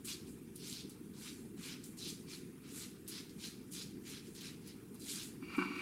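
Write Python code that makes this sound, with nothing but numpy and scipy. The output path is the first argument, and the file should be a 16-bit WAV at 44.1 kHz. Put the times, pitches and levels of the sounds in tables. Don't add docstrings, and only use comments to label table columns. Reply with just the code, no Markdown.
import sys
import numpy as np
from scipy import signal
from scipy.fft import rfft, irfft
from scipy.io import wavfile
from scipy.ndimage import uniform_filter1d

SR = 44100
rng = np.random.default_rng(int(sys.argv[2]) if len(sys.argv) > 2 else 0)


def natural_amplitude(level_db):
    exponent = np.asarray(level_db, float) / 20
    return 10 ** exponent


def dump_mix(stems):
    frames = np.atleast_2d(stems).T
    limited = np.clip(frames, -1, 1)
    pcm = np.round(limited * 32767).astype(np.int16)
    wavfile.write(sys.argv[1], SR, pcm)


N = 256220


def evened(x):
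    return x / np.sqrt(np.mean(x ** 2) + 1e-20)


def read(points, hz):
    f, value = np.transpose(points)
    return np.interp(np.log(hz + 1), np.log(f + 1), value)


def add(mix, s, sound):
    part = mix[round(s * SR):][:len(sound)]
    part += sound[:len(part)]


def colour(x, spectrum):
    gain = natural_amplitude(read(spectrum, np.fft.rfftfreq(len(x), 1 / SR)))
    return evened(irfft(rfft(x) * gain, len(x)))


def resonate(x, hz, width):
    turn = np.exp(2j * np.pi * np.cumsum(hz * np.ones(len(x))) / SR)
    r = np.exp(-np.pi * width / SR)
    smooth = signal.lfilter([1 - r], [1, -r], x / turn + 1e-18)
    return 2 * (turn * smooth).real


def ring(x, modes, skirt=3.9):
    out = 0
    for k, (hz, width, db) in enumerate(modes):
        mode = resonate(resonate(x, hz, width), hz, skirt * width + 60)
        out = out + (-1) ** k * natural_amplitude(db) * mode
    return out


def clicks(count, per_s, spread_db):
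    chance, sign = rng.random((2, count))
    size = natural_amplitude(spread_db * np.minimum(rng.exponential(1, count), 5))
    return evened(size * np.sign(sign - .5) * (chance < per_s / SR))


def patchy(shape, bins, frames):
    over_hz = uniform_filter1d(rng.standard_normal(shape), bins, 0)
    return evened(uniform_filter1d(over_hz, frames, 1))


def air(spectrum, size, patch_db, flicker_db):
    noise = rng.standard_normal(N + size)
    hz, t, z = signal.stft(noise, SR, nperseg=size, noverlap=size * 3 // 4)
    field = patch_db * patchy(z.shape, 6, 8) + flicker_db * patchy((1, len(t)), 1, 3)
    level_db = np.where(hz < spectrum[0][0], -99, read(spectrum, hz))
    shaped = z * natural_amplitude(level_db[:, None] + field)
    return evened(signal.istft(shaped, SR, nperseg=size, noverlap=size * 3 // 4)[1][:N])


# [Hz, dB per Hz]
RUMBLE = [(12, -55), (20, -24.5), (188, 0.5), (233, 1.5), (298, -1), (397, -5), (465, -12), (577, -31.5),
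          (620, -106), (810, -60), (1360, -120)]
# [Hz, dB per Hz]
HISS = [(340, -26), (580, -5.5), (1010, -3.5), (1090, -6.5), (1190, -4), (1820, -5), (2180, -7), (2440, -2),
        (2650, -16.5), (3040, -8), (3950, -12), (7150, -12), (9550, -6.5), (15700, -13.5)]
# [Hz, Hz, dB]
WHINE = [(2700, 83, -87.5)]
RUMBLE_DB, HISS_DB = -52, -66


def background():
    rumble = natural_amplitude(RUMBLE_DB) * air(RUMBLE, size=2048, patch_db=0.0, flicker_db=1.37)
    whine = 24.0 * ring(rng.standard_normal(N), WHINE)
    hiss = natural_amplitude(HISS_DB) * air(HISS, size=512, patch_db=2.5, flicker_db=0.65)
    return rumble + whine + hiss


# [s, s, s, dB, dB]
STROKES = [(.05, .035, 0.071, -47.5, -16), (.262, .012, .02, -68, -14), (.555, 0.086, 0.25, -53, -19),
           (.893, .01, .03, -66, -18), (1.14, 0.13, .145, -53.5, -11), (1.576, .08, .15, -53, -6),
           (1.834, .008, 0.013, -65.5, -14), (1.975, 0.033, 0.12, -49, -21.5),
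           (2.265, 0.05, 0.07, -53, -11), (2.62, 0.022, 0.094, -65.5, -4.5), (2.7, 0.075, .14, -56, -8.5),
           (2.9, .02, 0.064, -70.5, -11), (3.069, 0.061, 0.12, -52, -11),
           (3.386, 0.063, 0.071, -48.5, -13.5), (3.716, 0.036, 0.1, -50, -17.5),
           (4.04, 0.024, 0.14, -57.5, -6.5), (4.23, 0.018, .04, -66, -9), (4.345, 0.016, 0.048, -59, -11),
           (4.389, 0.058, 0.081, -53, -8), (4.61, .065, 0.087, -61, -9.5), (4.938, 0.0045, .02, -71, -16),
           (4.997, .01, .03, -61.5, -18), (5.04, 0.057, 0.076, -48.5, -15),
           (5.09, 0.034, .125, -51.5, -9.5)]
GUARD_DB = (-6.5, -5.5, -8, -5.5, -8.5)
CHEEK_DB = (1, 1.5, -1.5, 0.5, 6)
# head resonance f/Hz, sagging under pressure [Hz]
HEAD_HZ = (4500, 4300, 4000, 4080, 4760)
LAND_S, LAND_DB, BITE_DB = 0.012, -17, -2.5
SLIP_S, SLIP_DB, FADE_DB_PER_S = 0.041, -11.5, 130
GUARD_FOLLOW = 0.45


def strokes(t):
    rows = []
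    for land, bite, lift, db, cheek_db in STROKES:
        u = t - land
        at = np.cumsum([0, abs(bite), abs(lift - bite), SLIP_S, .15])
        level_db = np.interp(u, at[:4], [LAND_DB, BITE_DB, 0, SLIP_DB]) + db
        level_db = level_db - FADE_DB_PER_S * np.maximum(u - at[3], 0)
        level_db = level_db - 25 * np.maximum(-u, 0) / LAND_S
        guard_db = GUARD_FOLLOW * (cheek_db + 12) + np.interp(u, at, GUARD_DB)
        drum_db = cheek_db + np.interp(u, at, CHEEK_DB)
        rows.append([level_db, guard_db, drum_db, np.interp(u, at, HEAD_HZ)])
    rows = np.array(rows)
    loudest = rows[:, :1].argmax(axis=0)[None]
    return np.take_along_axis(rows, loudest, axis=0)[0]


# [s, dB, s, s]
FIZZES = [(.09, -49, -0.5, 0.06), (.285, -65.5, .02, 0.2), (.70, -52, .07, 0.07), (1.245, -56.5, .075, 0.1),
          (1.375, -67, 0.15, -0.1), (1.66, -55, 0.07, .08), (1.86, -58.5, .02, 0.08),
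          (1.995, -55.5, .04, 0.1), (2.085, -50.5, 0.02, 0.05), (2.19, -65, 0, .04),
          (2.325, -57.5, .04, 0.08), (2.785, -51, 0.07, 0.08), (3.09, -55, 0, .05), (3.19, -59.5, .06, .04),
          (3.46, -54.5, 0.07, .055), (3.74, -50, .035, .075), (3.82, -54.5, 0, .03), (4.1, -55, 0.05, .05),
          (4.265, -66.5, .04, 0.1), (4.36, -60, 0.03, .04), (4.46, -59, 0.06, .06), (4.685, -62, 0.03, 0),
          (5.005, -59, .01, .06), (5.105, -48, .055, 0.12), (5.245, -56.5, .05, .06)]
ROUND = 1.45


def fizzes(t):
    s, db, rise, fall = np.transpose(FIZZES)[:, :, None]
    distance = np.where(t < s, (s - t) / abs(rise), (t - s) / abs(fall))
    power = natural_amplitude(db - 10 * distance ** ROUND) ** 2
    return 10 * np.log10(power.sum(axis=0) + 1e-12)


# [Hz, dB per Hz]
SNAP = [(410, -51), (700, -29), (982, -15.5), (1530, -7), (1830, -10), (2350, -2.5), (3050, -2.5),
        (3800, -0.5), (5400, -2.5), (10100, -5), (14900, -16.5), (15700, -30)]
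# [Hz, Hz, dB]
HEAD = [(2368, 42, -6.5), (3980, 23, -37), (4850, 530, -15.5)]
EDGE_DB = -7.5


def stubble():
    s = np.arange(N // 64 + 9) * 64 / SR
    level_db, guard_db, cheek_db, head_hz = strokes(s)
    fizz_db = np.clip(fizzes(s) - level_db, EDGE_DB, 13)
    snaps = clicks(N, per_s=4500, spread_db=1.0)
    sagging = resonate(snaps, np.interp(np.arange(N) / SR, s, head_hz), 290)
    head = ring(snaps, HEAD) + natural_amplitude(-13.5) * sagging
    hz, t, z = signal.stft(snaps + 1.36 * head, SR, nperseg=256, noverlap=192)
    edge = np.clip(read([(5500, 0.05), (7500, 1)], hz), 0, 1)[:, None]
    guard = np.clip(read([(2050, 0.031), (2400, 0.9), (3100, 0.75), (3600, 0.019)], hz), 0, 1)[:, None]
    cheek = np.clip(read([(2050, 0.9), (2400, 0.051)], hz), 0, 1)[:, None]
    tilt_db = edge * (np.interp(t, s, fizz_db) + 0.5)
    tilt_db = tilt_db + guard * (np.interp(t, s, guard_db) + 5.5)
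    tilt_db = tilt_db + cheek * (np.interp(t, s, cheek_db) + 11.5)
    field = read(SNAP, hz)[:, None] + tilt_db + 2.24 * patchy(z.shape, 3, 14)
    level = natural_amplitude(np.interp(t, s, level_db) + 10.5)
    return signal.istft(z * natural_amplitude(field) * level, SR, nperseg=256, noverlap=192)[1][:N]


# [s, dB, Hz, dB]
TICKS = [(0.0504, -44.5, 9700, -5), (0.269, -56, 4270, -9), (0.557, -46, 10200, -21),
         (0.5606, -36.5, 9900, -16), (.728, -37, 4300, -12), (0.8954, -49.5, 9150, -4.5),
         (1.199, -50, 10100, -16), (1.8363, -50, 4760, -11), (1.8404, -41, 7630, -14),
         (1.8594, -49.5, 9140, -8), (1.9904, -47, 5240, -11), (2.102, -38.5, 6100, -15),
         (2.299, -44.5, 6370, -16), (3.0784, -40, 9500, -9), (3.0834, -38, 10600, -10.5),
         (3.2948, -51.5, 3850, -6), (3.404, -56, 3420, -6), (3.441, -45, 4940, -9),
         (3.7232, -41, 10700, -15), (4.351, -47.5, 5000, -12), (4.4083, -45.5, 3770, -3.5),
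         (4.6748, -45, 10500, -11.5), (4.945, -50, 10300, -9), (4.998, -52, 8000, -10),
         (5.021, -49, 4770, -9), (5.0424, -46, 5100, -14), (5.2295, -40, 3700, -8),
         (5.566, -54, 9200, -2.5)]
FIZZ_T60 = 0.13


def ticks():
    out, t = np.zeros(N), np.arange(4000) / SR
    for s, db, hz, fizz_db in TICKS:
        click = np.sin(2 * np.pi * hz * t) * np.exp(-t / .00028) * np.minimum(t / .0001, 1)
        bubbles = clicks(len(t), per_s=7200, spread_db=4.0)
        fizz = evened(resonate(bubbles, hz, 3500)) * natural_amplitude(-60 * t / FIZZ_T60)
        add(out, s, natural_amplitude(db) * (natural_amplitude(7.5) * click + natural_amplitude(fizz_db) * fizz))
    return signal.sosfilt(signal.butter(4, 2500, "high", fs=SR, output="sos"), out)


# [s, dB, dB]
RUB = [
    (5.4, -83, 0),
    (5.434, -55.5, -15),
    (5.468, -57.5, -10),
    (5.552, -44, -4),
    (5.576, -54, 2.5),
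    (5.588, -43.5, -1),
    (5.632, -44.5, 0.5),
    (5.697, -49, -2.5),
    (5.81, -42.5, -10.5),
]
# [Hz, Hz, dB]
LOWER = [(836, 110, -17), (1018, 65, -8.5), (1132, 41, -5), (1335, 74, -4), (1477, 26, -7.5),
         (1532, 35, -7.5)]
# [Hz, Hz, dB]
MIDDLE = [(1850, 90, -21), (2250, 50, -11), (2330, 34, 0), (2520, 130, -17), (2783, 35, -8)]
# [Hz, Hz, dB]
UPPER = [(4550, 60, -23), (4830, 130, -28.5), (5740, 86, -29), (6730, 150, -34.5)]
# [Hz, dB per Hz]
SCRATCH = [(280, -44.5), (480, -10), (779, -16), (967, -28.5), (1140, -1), (1320, -6), (1680, -14),
           (2380, -0.5), (2730, -5), (3160, -11.5), (4610, -10.5), (5570, -22), (12000, -23.5),
           (15600, -57), (22000, -120)]
UPPER_DB, UPPER_FOLLOW, SCRATCH_DB = -60.5, 0.42, -4


def rub():
    s, rub_db, lower_db = np.transpose(RUB)
    upper_db = UPPER_DB - rub_db + UPPER_FOLLOW * (rub_db + 48.5) + 0.35 * lower_db
    t = np.arange(N - round(s[0] * SR)) / SR + s[0]
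    grit = clicks(len(t), per_s=2500, spread_db=3.0)
    scratch = colour(clicks(len(t), per_s=12000, spread_db=1.0), SCRATCH)
    slide = evened(ring(grit, MIDDLE)) + natural_amplitude(SCRATCH_DB) * scratch
    slide = slide + natural_amplitude(np.interp(t, s, lower_db)) * evened(ring(grit, LOWER))
    slide = slide + natural_amplitude(np.interp(t, s, upper_db)) * evened(ring(grit, UPPER))
    out = np.zeros(N)
    add(out, s[0], natural_amplitude(np.interp(t, s, rub_db) - 4) * slide)
    return out


# [s, dB]
THUDS = [
    (5.422, -42),
    (5.5774, -26.5),
    (5.61, -36.5),
    (5.651, -37),
    (5.7, -37.5),
    (5.759, -41.5),
]
# [Hz, Hz, dB]
BOWL = [(188, 9, 0), (240, 90, -9), (294, 24, 4), (357, 5, 8), (470, 60, -22)]


def boom():
    thuds = np.zeros(N)
    for s, db in THUDS:
        add(thuds, s, natural_amplitude(db + 15.5) * np.hanning(110))
    return ring(thuds, BOWL, skirt=2.5)


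# [s, dB]
KNOCKS = [(5.424, -44), (5.481, -60), (5.5, -42.5), (5.546, -47), (5.58, -34), (5.5872, -26), (5.613, -29),
          (5.617, -40), (5.622, -26), (5.655, -39), (5.716, -37), (5.746, -56)]


def knocks():
    blows = np.zeros(N)
    for s, db in KNOCKS:
        add(blows, s, natural_amplitude(db + 24.5) * np.hanning(9))
    return ring(blows, LOWER + MIDDLE + UPPER)


# [Hz, s]
TILES = [(300, 0.29), (1500, 0.48), (4000, 0.22), (10000, 0.41)]


def tiles(x):
    taps = np.zeros(SR // 2)
    at = np.arange(200, SR // 2 - 20, 20)
    taps[at + rng.integers(0, 20, len(at))] = rng.choice([-1., 1.], len(at))
    hz, t, z = signal.stft(taps, SR, nperseg=256)
    decay = natural_amplitude(-60 * t / read(TILES, hz)[:, None])
    tail = signal.istft(z * decay, SR, nperseg=256)[1]
    return signal.fftconvolve(x, tail / np.linalg.norm(tail))[:N]


def scene():
    razor = stubble() + ticks()
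    wall = rub() + knocks()
    echo = tiles(natural_amplitude(-8) * razor + natural_amplitude(-12.0) * wall)
    return (razor + wall + boom() + echo + background())[None]


def top_cut(x):
    return signal.sosfilt(signal.butter(12, 16460, fs=SR, output="sos"), x)


def record(dry):
    low_pass = signal.firwin(1023, 15850, window=("kaiser", 9), fs=SR)
    limited = signal.oaconvolve(dry, low_pass[None], "same")
    return top_cut(limited)


dry = scene()
out = record(dry)
dump_mix(out)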